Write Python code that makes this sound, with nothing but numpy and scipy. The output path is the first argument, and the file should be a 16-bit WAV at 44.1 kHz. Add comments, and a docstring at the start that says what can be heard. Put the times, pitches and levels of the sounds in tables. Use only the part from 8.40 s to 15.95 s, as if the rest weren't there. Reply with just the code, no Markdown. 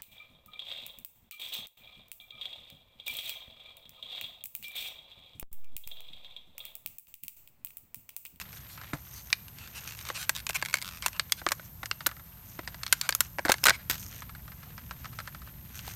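"""Monkey tugging at a plastic bottle

A young monkey grabs and tugs at an empty thin bottle held out by a hand, on a forest floor.
Wall snaps, slips, creaks and taps are jolts of noise-driven wall modes plus a dent ring; thuds are low decaying sines.
Rubbing and dry leaves are coloured noise grains; rumble, faint air and a very high hiss are coloured noise.
"""
import sys
import numpy as np
from scipy import signal
from scipy.fft import rfft, irfft
from scipy.io import wavfile

SR = 44100
rng = np.random.default_rng(int(sys.argv[2]) if len(sys.argv) > 2 else 0)


def put_to_file(sound):
    """Save the sound as 16-bit audio at rate SR, in the file named by the first command-line argument."""
    columns = np.atleast_2d(sound).T  # one column per channel
    safe = np.clip(columns, -1, 1)
    whole_steps = np.round(safe * 32767)
    wavfile.write(sys.argv[1], SR, whole_steps.astype(np.int16))


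N = 332955
TIME_S = np.arange(N) / SR
AGE_S = np.arange(4096) / SR   # time since a contact

# Background spectra. Each row: frequency in Hz, relative density in dB per Hz.
RUMBLE_SPECTRUM = [(22, 1), (35, -24), (55, 0), (80, -3.5), (115, -2), (170, -7.5), (250, -17.5),
                   (400, -32.5), (900, -49)]
AIR_SPECTRUM = [(300, -2.5), (1000, 2.5), (2500, -11), (6000, -7.5), (10000, -5)]
HISS_SPECTRUM = [(8000, -20.5), (10300, -25), (11000, -7), (11700, 0.5), (12500, -0.5), (13200, 7.5),
                 (14000, -4.5), (15000, -16), (16000, -13)]
# Rumble swells a little once the animal is on the ground. Each row: time in seconds, level in dB before trim.
RUMBLE_LEVELS = [(0, -50), (5.1, -49), (5.55, -47), (7.55, -45)]

# Steady handling and stirring of litter. Each row: time in seconds, rub level in dB, leaf rustle level in dB.
SHUFFLE = [(0, -57, -73), (.45, -57.5, -65), (.8, -62, -53.5), (1.12, -64.5, -72), (1.25, -55.5, -61),
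           (1.7, -56.5, -49.5), (2.02, -62, -75), (2.45, -58, -57), (2.8, -67.5, -67), (3.1, -63.5, -57),
           (3.33, -67.5, -70), (3.7, -66, -60), (3.95, -65.5, -75), (4.6, -57.5, -56), (4.94, -66.5, -67),
           (5.2, -64, -55.5), (5.45, -66.5, -70), (5.62, -58, -44), (5.9, -64, -71), (6.75, -59, -61),
           (7.2, -65, -71), (7.55, -52.5, -48)]
# Single strokes of fur over plastic or through leaves.
# Each row: middle in seconds, half length in seconds (to 1/e of power), rub level in dB, rustle level in dB.
STROKES = [(0.168, .04, -59, -53), (0.764, .045, -65.5, -60), (1.463, .035, -52.5, -49),
           (1.683, 0.026, -50, -52), (2.187, .018, -46.5, -56), (2.557, .025, -54, -53),
           (2.95, .025, -70, -55), (3.246, .025, -60, -56), (4.113, .04, -68.5, -54),
           (4.23, 0.034, -57.5, -68), (4.843, .025, -56.5, -53.5), (5.753, .035, -53.5, -49.5),
           (7.369, .035, -53.5, -51), (7.494, .03, -51, -47)]
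# Animal steps or drops into leaves. Each row: start in seconds, peak rms in dB, decay constant in seconds.
CRUNCHES = [(0, -39, 0.021), (5.498, -23.5, 0.018), (5.511, -37, 0.017), (5.545, -45, 0.02),
            (7.485, -52.5, 0.012)]
# Rubbing and leaf spectra. Each row: frequency in Hz, relative density in dB per Hz.
RUB_SPECTRUM = [(250, -5), (600, -7), (1000, -4.5), (1450, 1), (2600, -0.5), (4000, -4), (6000, -15),
                (10000, -28)]
RUSTLE_SPECTRUM = [(2000, -7.5), (4000, -10), (6300, 10), (7600, -2), (8900, 4), (10400, -16), (12800, 11),
                   (15500, -8)]
CRUSH_SPECTRUM = [(150, 1), (500, -11.5), (1500, -0.5), (4000, -2), (8000, -6.5), (10400, -17.5),
                  (12800, 1.5), (15500, -11)]

# Registers: hollow body, wall, crack, snap, sizzle. Each row: low edge in Hz, high edge in Hz.
REGISTERS_HZ = [(500, 920), (920, 2200), (2200, 5000), (5000, 9600), (10500, 15000)]
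REGISTER_INDEX = np.arange(len(REGISTERS_HZ))
REGISTER_FILTERS = [signal.butter(4, band, "band", fs=SR, output="sos") for band in REGISTERS_HZ]
# Register shares of light contacts. One value per register: gain in dB.
SLIP_COLOUR_DB = [-26.5, -10, -4, -8, -10.5]
CREAK_COLOUR_DB = [-20.5, -7.5, 0, -2.5, -7.5]
TAP_COLOUR_DB = [-15, -2.5, -9, -13.5, -38]

# Grip gives way in runs of slips. Each row: first slip in seconds, last slip in seconds, number of slips,
# level in dB over 50 ms before fade, unevenness and body resonance, dent pitch in Hz.
SLIPS = [(0.0136, .0121, 1, -47.5, 2650), (.129, .129, 1, -56.5, 2300), (.9028, .9028, 1, -51.5, 1340),
         (1.0821, 1.0823, 1, -55.5, 2970), (1.1858, 1.1863, 1, -54.5, 2190),
         (1.275, 1.2755, 1, -55.5, 1160), (1.475, 1.4901, 2, -49, 2490), (1.5084, 1.5487, 4, -53.5, 2740),
         (1.5892, 1.6103, 2, -51.5, 2190), (1.652, 1.6879, 3, -50.5, 1230), (1.8282, 1.8277, 1, -47, 1570),
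         (1.951, 1.9637, 3, -47.5, 3750), (1.9752, 2.0012, 4, -50.5, 2120),
         (2.1058, 2.1315, 2, -43.5, 2650), (2.216, 2.216, 1, -50, 746), (2.2504, 2.2593, 2, -45, 2200),
         (2.2856, 2.31, 3, -48.5, 2200), (2.329, 2.329, 1, -47.5, 2540), (2.3544, 2.3849, 3, -43.5, 2200),
         (2.4165, 2.4254, 2, -46.5, 2070), (2.446, 2.4885, 5, -49.5, 1370), (2.5107, 2.5839, 7, -56, 1220),
         (2.6235, 2.6238, 1, -43.5, 3210), (2.7304, 2.7649, 2, -53.5, 2540),
         (2.8969, 2.8969, 1, -57.5, 2200), (4.479, 4.4793, 1, -51, 1320), (5.183, 5.183, 1, -52.5, 1530),
         (5.581, 5.6277, 2, -53.5, 6500), (7.345, 7.375, 4, -60.5, 1550), (7.3916, 7.3917, 1, -49, 1440),
         (7.4785, 7.4791, 1, -50, 1060)]
SLIP_FADE_DB, SLIP_UNEVEN_DB, SLIP_JITTER_S = 1.5, 3.5, .0004   # the last two grow along the run
# smaller patches ring higher and brighter: dB per register for each octave above the usual pitch
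SLIP_USUAL_HZ, SLIP_BRIGHT_DB_PER_OCTAVE = 2200, 1

# Skin sticks and slips in quick trains. Each row: start in seconds, end in seconds, mean slips per second,
# rms level in dB before body resonance, dent pitch in Hz, brightness in dB per register.
CREAKS = [(.286, 0.363, 420, -53, 4150, 5.5), (.362, 0.435, 320, -58, 1450, -10),
          (0.748, 0.815, 440, -51, 6150, 2.5), (1.174, 1.271, 440, -53.5, 2620, -3.5),
          (1.348, 1.398, 460, -44, 2750, -0.5), (1.746, 1.782, 260, -38.5, 2530, -2),
          (1.775, 1.852, 370, -41, 1570, .5), (2.145, 2.171, 296, -29.5, 2360, .5),
          (2.626, 2.661, 193, -42, 2206, -2), (2.738, 2.778, 280, -49.5, 2780, -7),
          (2.971, 3.01, 550, -49.5, 1520, -1), (4.619, 4.68, 390, -45, 1430, -5),
          (5.321, 5.365, 480, -40.5, 2205, -3), (5.385, 5.421, 640, -55.5, 1900, -9),
          (5.99, 6.006, 400, -59, 1930, -11), (6.253, 6.284, 470, -61, 1220, -14)]
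CREAK_SLOWING = 0.13   # starts this share above its mean rate, ends as far below

# Soft taps on the bottle. Each row: time in seconds, level in dB before register shares.
TAPS = [(0.376, -52.5), (0.414, -51), (.436, -55), (3.6902, -49.5), (3.7137, -49.5), (3.767, -57),
        (3.796, -57.5), (5.821, -47.5), (5.894, -52), (5.95, -53), (6.079, -54.5), (6.1185, -54.5),
        (6.23, -55), (6.3793, -50), (6.5097, -44), (6.645, -49), (6.6551, -46.5), (6.73, -56.5),
        (6.788, -43), (6.802, -46.5), (6.8747, -45.5), (6.947, -49.5), (7.018, -55.5), (7.074, -56)]
TAP_HZ, TAP_SPREAD_OCTAVES = 1340, 0.044   # all taps wake nearly the same note

# Wall pops in or out. Each row: time in seconds, level in dB over 50 ms before cavity and body resonance,
# dent pitch in Hz, decay constant in seconds at 2 kHz, brightness in dB per register, midrange hump in dB.
BUCKLES = [(.533, -40.5, 1380, 0.012, -2, -5), (0.9285, -26.5, 2380, 0.002, -0.5, 7),
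           (1.7015, -39, 1120, 0.00041, -8.5, 2), (1.8939, -28.5, 1625, .002, 3.5, -2.5),
           (2.0671, -39, 2520, 0.0021, 4, 3.5), (2.0916, -39.5, 2570, 0.0058, 7, 8),
           (2.0963, -40, 2120, 0.0013, 2.3, -10.5), (2.225, -35.5, 1700, 0.0019, -1.7, -1.2),
           (2.341, -28, 2201, 0.0012, 1.2, 2), (2.6614, -29.5, 997, 0.0034, 3, -1),
           (2.6823, -41.5, 2020, 0.00074, 4.5, -4.5), (2.7957, -31, 1690, 0.0019, 0, 4.5),
           (2.9217, -27.5, 3400, 0.002, 6.5, 5), (3.0165, -50.5, 1540, .003, -5, -6),
           (3.0654, -29.5, 1140, .0006, -5.5, -0.5), (3.0883, -38, 2180, 0.00089, 2.8, 2),
           (3.1087, -48, 1160, 0.0017, 1.5, -9), (3.1187, -31.5, 1090, 0.0039, 2.3, -3),
           (3.196, -52, 1500, 0.00076, -5.5, -2), (3.4312, -43, 1400, 0.0062, -3.5, -2.5),
           (3.4577, -43.5, 1810, 0.0036, 3.3, 0), (3.513, -34, 2770, .0009, -3, 6.5),
           (3.6065, -47, 1380, 0.0087, -4.5, 2), (3.663, -35.5, 1510, 0.00041, -12, 14.5),
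           (3.6664, -28, 1440, 0.0035, 5, -6.5), (4.191, -44.5, 974, .004, -4.5, -3),
           (4.2757, -42.5, 1820, 0.0058, -2.4, 1.5), (4.3442, -50.5, 940, 0.0048, -1.5, -1),
           (4.4333, -40.5, 4290, 0.0028, 1.3, 4.5), (4.4654, -40.5, 4300, 0.0014, 0.7, 6),
           (4.526, -21.5, 1555, 0.0032, 4.5, -0.2), (4.6131, -33.5, 4500, 0.0021, 6.5, 6),
           (4.691, -29, 1590, 0.0022, 2.3, -1), (4.7066, -46, 6950, .0015, 12, 5),
           (4.725, -37.5, 1720, .0016, -2, 7), (4.75, -31, 1320, 0.001, 7.5, -4.5),
           (4.8058, -25, 1415, 0.0023, 6, -2.5), (4.9852, -38.5, 940, 0.0019, -4, -4.5),
           (4.9923, -37.5, 940, 0.0022, -5, -4.5), (5.0512, -34, 1650, 0.011, -3, -4),
           (5.056, -40.5, 820, 0.0028, 2, -12), (5.065, -45, 1440, 0.008, -3, -4),
           (5.0833, -37.5, 1600, 0.0024, -5.5, 1), (5.0915, -39, 1390, .0023, 4, 3),
           (5.0949, -26, 835, .0025, 0.5, -21), (5.0988, -33, 770, 0.0018, -1, 1.5),
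           (5.101, -41, 1550, 0.0017, -2, 3), (5.1072, -36.5, 1340, 0.0041, -1.5, -4),
           (5.1186, -24.5, 1610, 0.0031, 3.5, 0), (5.1407, -38.5, 1700, 0.0021, -1, -1),
           (5.234, -44, 1430, 0.0031, -0.5, -10), (5.2396, -28, 5210, 0.0018, 7.5, 3),
           (5.2551, -27, 1020, 0.0018, 4, -5.5), (5.26, -26.5, 1440, 0.0071, -1.5, 0.5),
           (5.2678, -22.5, 1520, 0.001, 1.8, 0), (5.2743, -34, 1480, 0.003, 0, -6),
           (5.284, -24, 1505, 0.0074, -2.5, 1), (5.2949, -25.5, 2200, 0.0029, 2.7, 1.8),
           (5.3051, -28.5, 1550, 0.0019, -4, 1.7)]
# Average snap. One value per register: share in dB.
BUCKLE_COLOUR_DB = [-5.5, 7.5, 6, 2.54, -5]
# Midrange hump shape. One value per register: change in dB per dB of hump.
HUMP_DB_PER_DB = [-1.34, -0.27, 1, 0.21, -0.53]
# Dull snaps wake broad panels, bright ones stiff ribs. Each row: brightness in dB per register, overtone in Hz.
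OVERTONE = [(-5, 1850), (2.5, 2250), (2, 6270), (6.5, 7220)]
OVERTONE_SPREAD_OCTAVES = .08
DENT_SECOND_RATIO, DENT_SECOND_DB = 2.7, -6   # second mode of a dent

# Blunt blows on the whole bottle. Each row: time in seconds, initial envelope in dB, pitch in Hz, T60 in seconds.
THUDS = [(0.5353, -26.5, 144, 0.081), (0.5331, -31, 294, 0.078), (3.068, -30, 348, 0.03),
         (3.12, -50, 330, 0.028), (3.512, -38.5, 400, 0.025), (3.667, -38.5, 337, 0.053),
         (4.191, -33, 335, 0.039), (5.054, -25, 307, 0.045), (5.0946, -21, 243, 0.015),
         (5.0993, -26, 550, 0.038), (5.268, -32, 229, 0.041), (5.294, -29, 185, 0.021),
         (7.479, -33.5, 776, 0.021)]
# Resonances of the whole bottle. Each row: centre in Hz, width in Hz, gain in dB.
BODY = [(1440, 25, -11.5), (1570, 220, -7)]


def from_db(db):
    """Decibels to gain."""
    return 10 ** (np.asarray(db) / 20)


def rms_one(x):
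    """Scale to rms 1."""
    return x / np.sqrt(np.mean(x ** 2) + 1e-20)


def level_one(x):
    """Scale a short sound to the energy of 50 ms at rms 1."""
    return x / np.sqrt(np.sum(x ** 2) / (SR / 20) + 1e-20)


def in_time(rows):
    """Interpolate each curve column at every sample."""
    s, *columns = np.transpose(rows)
    return [np.interp(TIME_S, s, column) for column in columns]


def add(track, s, sound):
    """Mix a sound in at time s."""
    start = max(0, round(s * SR))
    track[start:start + len(sound)] += sound[:max(0, N - start)]


def coloured(x, spectrum):
    """Give a steady signal a smooth spectrum with steep ends; rms 1."""
    hz, db = np.transpose(spectrum)
    f = np.arange(N // 2 + 1) * SR / N + 1e-3
    ends = 1 / np.sqrt((1 + (hz[0] * .8 / f) ** 8) * (1 + (f / hz[-1]) ** 16))
    gain = from_db(np.interp(np.log(f), np.log(hz), db))
    return rms_one(irfft(rfft(x) * ends * gain, N))


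def drift(knots_per_s):
    """Slow random wander; rms 1."""
    knots = rng.standard_normal(4000)
    return rms_one(np.interp(TIME_S * knots_per_s, np.arange(len(knots)), knots))


def background(air_db=-62.0, hiss_db=-54.0, rumble_trim_db=-1.5):
    """Wavering low rumble, faint open air and a steady, very high hiss, all coloured noise."""
    rumble_db, = in_time(RUMBLE_LEVELS)
    rumble_gain = from_db(rumble_db + rumble_trim_db + drift(knots_per_s=6.7))
    rumble = rumble_gain * coloured(rng.standard_normal(N), RUMBLE_SPECTRUM)
    air = from_db(air_db) * coloured(rng.standard_normal(N), AIR_SPECTRUM)
    hiss = from_db(hiss_db) * coloured(rng.standard_normal(N), HISS_SPECTRUM)
    return rumble + air + hiss


def handling():
    """Rub and rustle levels in dB: steady shuffle plus a smooth power swell per stroke."""
    power = from_db(in_time(SHUFFLE)) ** 2
    for s, half_s, *db in STROKES:
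        swell = np.exp(-np.minimum(((TIME_S - s) / half_s) ** 2, 20))
        power = power + from_db(db)[:, None] ** 2 * swell
    return 10 * np.log10(power)


def grains(per_s, spread_db, decay_s):
    """Tiny fractures of uneven size, each a puff of noise; rms 1."""
    sizes = from_db(spread_db * np.minimum(rng.exponential(1, N), 4))
    sizes = sizes * (rng.random(N) < per_s / SR)
    power = signal.lfilter([1], [1, -np.exp(-2 / (decay_s * SR))], sizes ** 2 + 1e-12)
    return rms_one(np.sqrt(power) * rng.standard_normal(N))


def leaves():
    """Fur rubs on plastic and dry litter crackles; a step or drop crushes many leaves at once."""
    rub_db, rustle_db = handling()
    motion = drift(knots_per_s=39)
    rubbing = grains(per_s=900, spread_db=3.5, decay_s=.002)
    crackling = grains(per_s=900, spread_db=4.0, decay_s=.0012)
    crushing = grains(per_s=1200, spread_db=3.0, decay_s=.001)
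    rub = from_db(rub_db + 1.37 * motion) * coloured(rubbing, RUB_SPECTRUM)
    rustle = from_db(rustle_db + 1.1 * motion) * coloured(crackling, RUSTLE_SPECTRUM)
    crush_gain = np.zeros(N)
    for s, db, decay_s in CRUNCHES:
        crush_gain += from_db(db) * (TIME_S >= s) * np.exp(-np.abs(TIME_S - s) / decay_s)
    return rub + rustle + crush_gain * coloured(crushing, CRUSH_SPECTRUM)


def shell(dents, decay_s, register_db, dent_s=0.0026, crack_db=-18.0, crack_s=0.00028,
          kick_db=-10.0, damping=0.065, linger_db=-20.5, linger_s=0.0086):
    """One wall jolt: kick, crack, a crowd of quickly dying modes and the dent rings (Hz, dB)."""
    out = np.zeros(len(AGE_S))
    kick = from_db(kick_db) * level_one(1.0 * (AGE_S == 0))
    for (low, high), sos, db in zip(REGISTERS_HZ, REGISTER_FILTERS, register_db):
        life_s = decay_s * (2000 / np.sqrt(low * high)) ** damping   # high modes die first
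        crack = from_db(crack_db) * np.sqrt(high / REGISTERS_HZ[1][1])   # first instant is brightest
        fade = np.exp(-AGE_S / life_s) + crack * np.exp(-AGE_S / crack_s)
        fade += from_db(linger_db) * np.exp(-AGE_S / linger_s)
        force = level_one(fade * rng.standard_normal(len(AGE_S))) + kick
        modes = level_one(signal.sosfilt(sos, force))
        for hz, dent_db in dents:
            if low <= hz < high:
                envelope = np.exp(-AGE_S / dent_s) * (1 - np.exp(-AGE_S * hz))
                ring = np.sin(2 * np.pi * hz * AGE_S) * envelope
                modes = level_one(modes + from_db(dent_db) * level_one(ring))
        out += from_db(db) * modes
    return out


def crinkles(count=150, size_db=-10.0, spread_db=3.0):
    """Tiny creases give way at random, more often and louder the harder the bottle is handled."""
    out = np.zeros(N)
    rub_db, _ = handling()
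    strain = np.cumsum(from_db(rub_db))
    for when, size, pitch in rng.random((count, 3)):
        at = np.searchsorted(strain, when * strain[-1])
        db = rub_db[at] + size_db + spread_db * (2 * size - 1)
        dent_hz = 1100 * 2 ** (2 * pitch)
        add(out, at / SR, shell([(dent_hz, -2.0)], .0022, np.array(SLIP_COLOUR_DB) + db))
    return out


def touch(dent_hz, register_db, decay_s, dent_db, dent_s):
    """One light contact: a soft jolt with a dent ring and an audible short tail."""
    return shell([(dent_hz, dent_db)], decay_s, register_db, dent_s=dent_s, linger_db=-13.0, crack_db=3.0)


def slips(change=0.48):
    """The grip ratchets over the ribs: nearly even, alike steps on one patch, fading as the pull eases."""
    out = np.zeros(N)
    for first, last, number, db, dent_hz in SLIPS:
        places = np.linspace(0, 1, max(1, round(number)))
        bright_db = SLIP_BRIGHT_DB_PER_OCTAVE * np.log2(dent_hz / SLIP_USUAL_HZ)
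        colour = np.array(SLIP_COLOUR_DB) + bright_db * (REGISTER_INDEX - 2)
        patch, *steps = [touch(dent_hz, colour, decay_s=0.0035, dent_db=-1.5, dent_s=0.0017)
                         for _ in range(len(places) + 1)]
        chance = rng.standard_normal((len(places), 2))
        for place, step, (late, strong) in zip(places, steps, chance):
            level_db = db - SLIP_FADE_DB * (place - places.mean()) + SLIP_UNEVEN_DB * strong * place
            s = first + (last - first + SLIP_JITTER_S * late) * place
            add(out, s, from_db(level_db) * level_one(patch + change * step))
    return out


def creaks(jitter_cycles=.1, change=0.4, dent_db=1.5, first_pressure=0.75):
    """Each slip jolts nearly the same patch, which shifts as the skin travels; the train slows as it goes."""
    out = np.zeros(N)
    damped = dict(decay_s=.0013, dent_s=.0013, linger_db=-22.0)   # pressing skin damps the wall
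    for start, end, rate, db, dent_hz, bright_db in CREAKS:
        colour = np.array(CREAK_COLOUR_DB) + bright_db * REGISTER_INDEX
        way = np.linspace(0, 1, max(round((end - start) * SR), 2))
        cycles = np.cumsum(rate * (1 + CREAK_SLOWING * (1 - 2 * way))) / SR
        chance = rng.standard_normal((64, 2))
        at = np.searchsorted(cycles, np.arange(64) + jitter_cycles * chance[:, 0])
        inside = at < len(way)
        pressure = first_pressure + np.sin(np.pi * way)
        travel = np.pi / 2 * at / len(way)
        train = 0
        # crossfade from one patch to the next, plus a random share of a third
        for weight in (np.cos(travel), np.sin(travel), change * chance[:, 1]):
            jolts = np.zeros(len(way))
            jolts[at[inside]] = weight[inside]
            jolt = shell([(dent_hz, dent_db)], register_db=colour, **damped)
            train = train + signal.fftconvolve(jolts * pressure, jolt)
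        add(out, start, from_db(db) * train / np.sqrt(np.sum(train ** 2) / len(way)))
    return out


def taps():
    """Soft blows of the bottle against the animal."""
    out = np.zeros(N)
    for s, db in TAPS:
        dent_hz = TAP_HZ * 2 ** (TAP_SPREAD_OCTAVES * rng.standard_normal())
        register_db = np.array(TAP_COLOUR_DB) + db
        add(out, s, touch(dent_hz, register_db, decay_s=0.0061, dent_db=-3.0, dent_s=0.004))
    return out


def buckles(early_s=0.00018, dent_db=0.0, overtone_db=-6.5, cavity_hz=333.0, cavity_t60_s=0.044,
            cavity_db=-9.0):
    """Loud snaps of different wall patches, each with its own colour; each also pumps the air inside."""
    out = np.zeros(N)
    for s, db, dent_hz, decay_s, bright_db, hump_db in BUCKLES:
        colour = np.array(BUCKLE_COLOUR_DB) + bright_db * REGISTER_INDEX + hump_db * np.array(HUMP_DB_PER_DB)
        register_db = db + colour - 20 * np.log10(np.linalg.norm(from_db(colour)))
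        overtone_hz = np.interp(bright_db, *np.transpose(OVERTONE))
        overtone_hz *= 2 ** (OVERTONE_SPREAD_OCTAVES * rng.standard_normal())
        dents = [(dent_hz, dent_db), (dent_hz * DENT_SECOND_RATIO, DENT_SECOND_DB), (overtone_hz, overtone_db)]
        add(out, s - early_s, shell(dents, decay_s, register_db))
        pitch_ratio = np.exp(0.15 * rng.standard_normal())   # hollow note varies at random from snap to snap
        cavity = np.sin(2 * np.pi * cavity_hz * pitch_ratio * AGE_S) * from_db(-60 * AGE_S / cavity_t60_s)
        add(out, s, from_db(register_db[0] + cavity_db) * level_one(cavity))
    return out


def thuds():
    """The bottle as a whole gives a short low note: a decaying sine."""
    out = np.zeros(N)
    for s, db, hz, t60_s in THUDS:
        add(out, s, from_db(db - 60 * AGE_S / t60_s) * np.sin(2 * np.pi * hz * AGE_S))
    return out


def bottle_body(x):
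    """Add the bottle's own two-pole resonances to the wall contacts."""
    out = x.copy()
    for hz, width_hz, db in BODY:
        r = np.exp(-np.pi * width_hz / SR)
        zeros = (1 - r * r) / 2 * np.array([1, 0, -1])
        poles = [1, -2 * r * np.cos(2 * np.pi * hz / SR), r * r]
        out += from_db(db) * signal.lfilter(zeros, poles, x)
    return out


def outdoors(x, ground_s=.0046, ground_db=-27.0, scatter_db=-32.0, scatter_t60_s=0.35):
    """One bounce off the ground, then faint scatter from trunks and foliage."""
    bounce = np.interp(TIME_S - ground_s, TIME_S, x, left=0)
    t = TIME_S[:SR // 2]
    envelope = from_db(-60 * t / scatter_t60_s) * (1 - np.exp(-t / 0.0059))
    scatter = rng.standard_normal(len(t)) * envelope
    scatter = signal.sosfilt(signal.butter(1, [500, 6500], "band", fs=SR, output="sos"), scatter)
    tail = signal.fftconvolve(x, scatter / np.sqrt(np.sum(scatter ** 2)))[:N]
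    return x + from_db(ground_db) * bounce + from_db(scatter_db) * tail


def scene():
    """The bottle close by, the forest floor around it."""
    contacts = buckles() + slips() + taps() + creaks() + crinkles()
    bottle = bottle_body(contacts) + thuds()
    return (outdoors(bottle) + leaves() + background())[None]


def record(dry, bass_cut_hz=32, ceiling=.72, top_stop_hz=17000):
    """Cut the deepest bass, round the highest peaks, cut the top."""
    thin = signal.sosfilt(signal.butter(3, bass_cut_hz, "high", fs=SR, output="sos"), dry)
    rounded = ceiling * np.tanh(thin / ceiling)
    return signal.sosfilt(signal.cheby2(14, 70, top_stop_hz, fs=SR, output="sos"), rounded)


dry = scene()
out = record(dry)
put_to_file(out)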